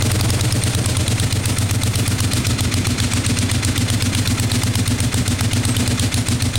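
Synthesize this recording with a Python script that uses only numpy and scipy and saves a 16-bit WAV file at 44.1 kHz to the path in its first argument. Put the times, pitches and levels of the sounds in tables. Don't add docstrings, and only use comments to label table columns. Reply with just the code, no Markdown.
import sys
import numpy as np
from scipy import signal
from scipy.fft import rfft, irfft
from scipy.io import wavfile
from scipy.ndimage import uniform_filter1d

SR = 44100
rng = np.random.default_rng(int(sys.argv[2]) if len(sys.argv) > 2 else 0)


def waveform_to_disk(signal):
    frames = np.transpose(np.atleast_2d(signal))
    scaled = np.clip(frames, -1, 1) * 32767
    samples = np.round(scaled).astype(np.int16)
    wavfile.write(sys.argv[1], SR, samples)


N = 290178
TIME_S, FREQS_HZ = np.arange(N) / SR, np.fft.rfftfreq(N, 1 / SR)
FIRST_FIRING_S, TURNS_PER_CYCLE, IDLE_RPM = 0.0199, 2, 950
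FAR_LAG_CYCLES = 0.39

# (time [s], speed [rpm])
CRANK_SPEED = [(0.296, 1281.6), (0.385, 1043.2), (0.99, 1102.9), (1.31, 908.2), (1.951, 994.7),
               (2.608, 849.0), (2.711, 938.6), (3.063, 890.3), (3.35, 981.5), (3.611, 882.2),
               (3.888, 999.1), (4.14, 938.6), (4.545, 1025.5), (4.981, 947.3), (5.07, 834.0),
               (5.888, 1107.4), (6.032, 802.0), (6.614, 928.6)]
# (time [s], position [0 handlebars, 1 side])
MIC_PATH = [(1.0, 0.076), (3.0, 0.71)]
# (time [s], gain [dB])
PROXIMITY = [(0, -0.5), (0.6, -2), (1.8, -2), (2.5, 1.5), (3.3, 1.5), (5, -1.5), (5.8, -0.5), (6.5, -2.5)]
# (time [s], mid gain [dB], top gain [dB])
SCREENING = [(0, 4, 2.5), (1.0, 2.5, -2), (2.0, 1.5, 4), (2.7, -2.5, -2.5), (3.5, -1.5, -4), (4.3, 0, 0.5),
             (5.2, 0, -1), (6.5, 1.5, -2.5)]
# (frequency [Hz], width [Hz], boost [dB])
CASTING_MODES = [(1293, 40, 3.5), (2066, 49, 6), (2460, 80, 4.5), (3517, 65, 13.5), (4134, 190, 11.5),
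                 (8960, 253, 11.5)]
# (lag after firing [cycles], relative level [dB])
VALVE_TAPS = [(.26, -24.5), (.335, -23.5), (.835, -27.5), (.9, -26)]
# (delay [s], frequency [Hz], t60 [s], relative level at handlebars [dB], at side [dB])
NEAR_MODES = [(0.0004, 113.6, 0.22, 0, -3.5), (0.0008, 241.3, 0.26, -15, -12),
              (0.0098, 96.5, 0.17, 1.5, -3), (0.0231, 188.8, 0.29, -17, -37),
              (0.0251, 271.4, 0.26, -30, -17), (0.0257, 450, 0.16, -22, -32),
              (0.0302, 246.5, 0.28, -48, -16.5), (0.0389, 128.2, 0.25, -11.5, -19.5),
              (0.02, 310, 0.21, -18.5, -34), (0.02, 609, 0.2, -29, -40), (0.016, 66, 0.56, -21.5, -22.5)]
FAR_MODES = [(0.0123, 176.4, 0.021, -40, -14), (0.0137, 100, 0.14, -15.5, -18.5)]
# (delay [s], gain [dB])
REFLECTIONS = [(.0085, -22)]
# (start [s], length [s], frequency [Hz], level [dB])
ENGINE_SQUEALS = [(3.14, 0.11, 8400, -39), (3.27, 0.16, 8990, -38), (4.867, 0.066, 10330, -41),
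                  (5.627, 0.12, 8320, -29), (6.12, 0.11, 10140, -32)]
# (frequency [Hz], relative density [dB])
WHIR_SPECTRUM = [(25, -34), (60, 4), (110, 19.5), (250, 21.5), (400, 11.5), (620, 9.5), (950, 4), (2300, 3),
                 (4200, -6), (7000, -5), (9000, -36.5), (10500, -27), (12000, -40), (16000, -49)]
CLATTER_SPECTRUM = [(200, -42), (600, -16), (1000, -2.5), (1350, 4), (1650, -0.5), (2100, 5.5), (3000, 0.5),
                    (4200, -3.5), (6500, 0), (9000, -7), (11500, -14.5), (16000, -23)]
SPIT_SPECTRUM = [(150, -2), (400, 1), (800, 0.5), (1500, -2), (2300, -0.5), (4000, 7), (5500, 2),
                 (7500, -0.5), (9000, 7), (10300, 0), (12000, -8.5), (16000, -7.5)]
GARAGE_SPECTRUM = [(150, -3), (450, 4.5), (1000, 0), (2300, 3.5), (4000, 5), (6500, 2.5), (9000, 4.5),
                   (10300, -1.5), (12000, -7.5), (16000, -12)]
CHUFF_SPECTRUM = [(20, -30), (45, -13), (68, -1), (95, -1.5), (130, -6), (165, -9), (250, -11),
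                  (340, -21.5), (600, -26), (1200, -34), (4000, -72)]


def amp(db):
    return 10 ** (np.asarray(db) / 20)


def unit(x):
    return x / np.sqrt(np.mean(x ** 2) + 1e-20)


def spectrum_db(table):
    hz, db = np.transpose(table)
    return np.interp(np.log(FREQS_HZ + 1), np.log(hz + 1), db)


def curve(table, column=1):
    rows = np.array(table)
    return np.interp(TIME_S, rows[:, 0], rows[:, column])


def add(mix, start_s, sound):
    at = round(start_s * SR)
    sound = sound[max(-at, 0):]
    part = mix[max(at, 0):][:len(sound)]
    part += sound[:len(part)]


def colour(x, db):
    return irfft(rfft(x) * unit(amp(db)), N)


def grit(count, spread_db):
    sizes = np.repeat(amp(spread_db * rng.standard_normal(count // 14 + 1)), 14)
    return unit(rng.standard_normal(count) * sizes[:count])


def resonance(hz, width_hz):
    return 1 / (1 + (2 * (FREQS_HZ - hz) / width_hz) ** 2)


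def castings_db():
    return sum(db * resonance(hz, width_hz) for hz, width_hz, db in CASTING_MODES)


def speed_db(doubling_db):
    return doubling_db * np.log2(curve(CRANK_SPEED) / IDLE_RPM)


def firings_s():
    step_s = .001
    t = np.arange(-.3, N / SR + .3, step_s)
    rpm = np.interp(t, *np.transpose(CRANK_SPEED))
    cycles = np.cumsum(rpm) * step_s / 60 / TURNS_PER_CYCLE
    cycles -= np.interp(FIRST_FIRING_S, t, cycles)
    return np.interp(np.arange(-1, int(cycles[-1]) + 1), cycles, t)


def stroke(lag_cycles, width_cycles):
    fires_s = firings_s()
    cycles = np.interp(TIME_S, fires_s, np.arange(len(fires_s)))
    offset = (cycles - lag_cycles + .5) % 1 - .5
    return np.exp(-(offset / width_cycles) ** 2)


def whir(level_db, doubling_db):
    gain = amp(level_db + speed_db(doubling_db) + curve(PROXIMITY))
    return gain * colour(grit(N, spread_db=2), spectrum_db(WHIR_SPECTRUM) + castings_db())


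def sizzle(hz, width_hz, level_db, side_db):
    ring = colour(grit(N, spread_db=7.5), 20 * np.log10(resonance(hz, width_hz)))
    return ring * amp(level_db + side_db * curve(MIC_PATH))


def tappets(t60_s, scatter_s, click_db):
    t, out = np.arange(SR // 16) / SR, np.zeros(N)
    decay = np.exp(-np.log(1000) * t / t60_s)
    fires_s = firings_s()
    for fire_s, period_s in zip(fires_s, np.diff(fires_s)):
        for lag_cycles, db in VALVE_TAPS:
            modes_hz = np.exp(rng.uniform(np.log(1250), np.log(9800), size=9))
            late, strength = rng.standard_normal(2)
            ring = np.sin(2 * np.pi * modes_hz[:, None] * t).mean(0) * decay
            click = rng.standard_normal(len(t)) * np.exp(-t / 0.00047) * amp(click_db)
            tap_s = fire_s + lag_cycles * period_s + scatter_s * late
            add(out, tap_s, amp(db + 2 * strength) * (2 * ring + click))
    return out * amp(curve(PROXIMITY))


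def clatter(level_db, far_db, doubling_db):
    near = amp(speed_db(doubling_db)) * stroke(lag_cycles=.912, width_cycles=.072)
    far = amp(far_db) * stroke(lag_cycles=.37, width_cycles=.09)
    rattle = (near + far) * grit(N, spread_db=0.5) * amp(level_db + curve(PROXIMITY))
    return colour(rattle, spectrum_db(CLATTER_SPECTRUM) + castings_db())


def boom(times_s, modes, level_db, uneven_db, rise_s):
    pulses, t = np.zeros(N + SR), np.arange(SR // 4) / SR
    for pulse_s, strength in zip(times_s, rng.standard_normal(len(times_s))):
        add(pulses, pulse_s + 1, amp([level_db + uneven_db * strength]))
    rings = np.zeros((2, len(t)))
    for delay_s, hz, t60_s, bars_db, side_db in modes:
        age_s = np.maximum(t - delay_s, 0)
        envelope = np.exp(-np.log(1000) * age_s / t60_s) * (1 - np.exp(-age_s / rise_s))
        rings -= amp([[bars_db], [side_db]]) * np.sin(2 * np.pi * hz * age_s) * envelope
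    bars, side = signal.oaconvolve(pulses[None], rings, axes=1)[:, SR:SR + N]
    position = curve(MIC_PATH)
    return (1 - position) * bars + position * side


def spit(level_db, uneven_db, peak_s, rise_s, fall_s, patchy_db, crack_db):
    count = 1024
    t, jet = np.arange(count) / SR, np.zeros(N)
    envelope = np.exp(-((t - peak_s) / np.where(t < peak_s, rise_s, fall_s)) ** 2)
    for fire_s in firings_s():
        ripple_db = patchy_db * unit(uniform_filter1d(rng.standard_normal(count // 2 + 1), size=24))
        burst = irfft(rfft(grit(count, spread_db=1.5)) * unit(amp(ripple_db))) * envelope
        late, size = rng.random(2)
        crack = amp(crack_db) * size * np.array([-.5, 1, -.5])
        add(burst, peak_s * (0.36 + 1.5 * late), crack)
        add(jet, fire_s, amp(level_db + uneven_db * rng.standard_normal()) * burst)
    return colour(jet, spectrum_db(SPIT_SPECTRUM))


def garage(source, tail_db, t60_s, build_s):
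    t = np.arange(SR // 2) / SR
    decay = (np.exp(-np.log(1000) * t / t60_s) * (1 - np.exp(-t / build_s))) ** 2
    power = abs(signal.oaconvolve(source ** 2, decay / decay.sum())[:N])
    tail = np.sqrt(power) * grit(N, spread_db=0.5)
    room = amp(tail_db) * colour(tail, spectrum_db(GARAGE_SPECTRUM))
    for delay_s, db in REFLECTIONS:
        add(room, delay_s, amp(db) * source)
    return room


def chuff(level_db, doubling_db):
    turbulence = colour(rng.standard_normal(N), spectrum_db(CHUFF_SPECTRUM))
    flow = stroke(lag_cycles=.42, width_cycles=.24)
    return amp(level_db + speed_db(doubling_db)) * turbulence * flow


def squeals(width_hz):
    out = np.zeros(N)
    for start_s, length_s, hz, db in ENGINE_SQUEALS:
        tone = unit(colour(rng.standard_normal(N), 20 * np.log10(resonance(hz, width_hz))))
        count = int(length_s * SR)
        add(out, start_s, amp(db) * tone[:count] * signal.windows.tukey(count, .5))
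    return out


def screening(x, mid_hz, top_hz):
    mid = signal.sosfiltfilt(signal.butter(1, mid_hz, "band", fs=SR, output="sos"), x)
    top = signal.sosfiltfilt(signal.butter(2, top_hz, "high", fs=SR, output="sos"), x)
    mid_gain, top_gain = amp(curve(SCREENING, column=1)), amp(curve(SCREENING, column=2))
    return x + mid * (mid_gain - 1) + top * (top_gain - 1)


def scene():
    near_s = firings_s()
    far_s = near_s[:-1] + FAR_LAG_CYCLES * np.diff(near_s)
    exhaust = boom(near_s, NEAR_MODES, level_db=-1.5, uneven_db=0.22, rise_s=0.0014)
    exhaust += boom(far_s, FAR_MODES, level_db=4.5, uneven_db=1.1, rise_s=0.0023)
    exhaust += chuff(level_db=-26, doubling_db=5.5)
    jet = spit(level_db=-2.4, uneven_db=0.5, peak_s=.0043, rise_s=.0021, fall_s=.0027,
               patchy_db=2.9, crack_db=2.5)
    room = garage(jet, tail_db=-6.5, t60_s=0.33, build_s=0.0042)
    mechanics = tappets(t60_s=.085, scatter_s=.003, click_db=-18)
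    mechanics += clatter(level_db=-22.5, far_db=-8.5, doubling_db=-6)
    mechanics += squeals(width_hz=264)
    mechanics += sizzle(hz=8920, width_hz=520, level_db=-38, side_db=-12)
    mechanics += whir(level_db=-26.5, doubling_db=4.5)
    return screening(exhaust + jet + room + mechanics, mid_hz=(420, 1100), top_hz=10500)[None]


def limiter(x, threshold_db, recovery_db_per_s):
    power_db = 10 * np.log10(abs(uniform_filter1d(x[0] ** 2, size=230)) + 1e-12)
    over_db = np.maximum(power_db - threshold_db, 0)
    ramp_db = recovery_db_per_s * TIME_S
    cut_db = np.maximum.accumulate(over_db + ramp_db) - ramp_db
    return x * amp(-uniform_filter1d(cut_db, size=100))


def record(dry):
    bass_cut_hz, edge_hz, ceiling = 25, 16050, .76
    thin = signal.sosfiltfilt(signal.butter(2, bass_cut_hz, "high", fs=SR, output="sos"), dry)
    held = limiter(thin, threshold_db=-15, recovery_db_per_s=485)
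    clipped = held / (1 + (held / ceiling) ** 6) ** (1 / 6)
    lowpass = signal.firwin(511, edge_hz, window=("kaiser", 9), fs=SR)
    return signal.oaconvolve(clipped, lowpass[None], "same")


dry = scene()
out = record(dry)
waveform_to_disk(out)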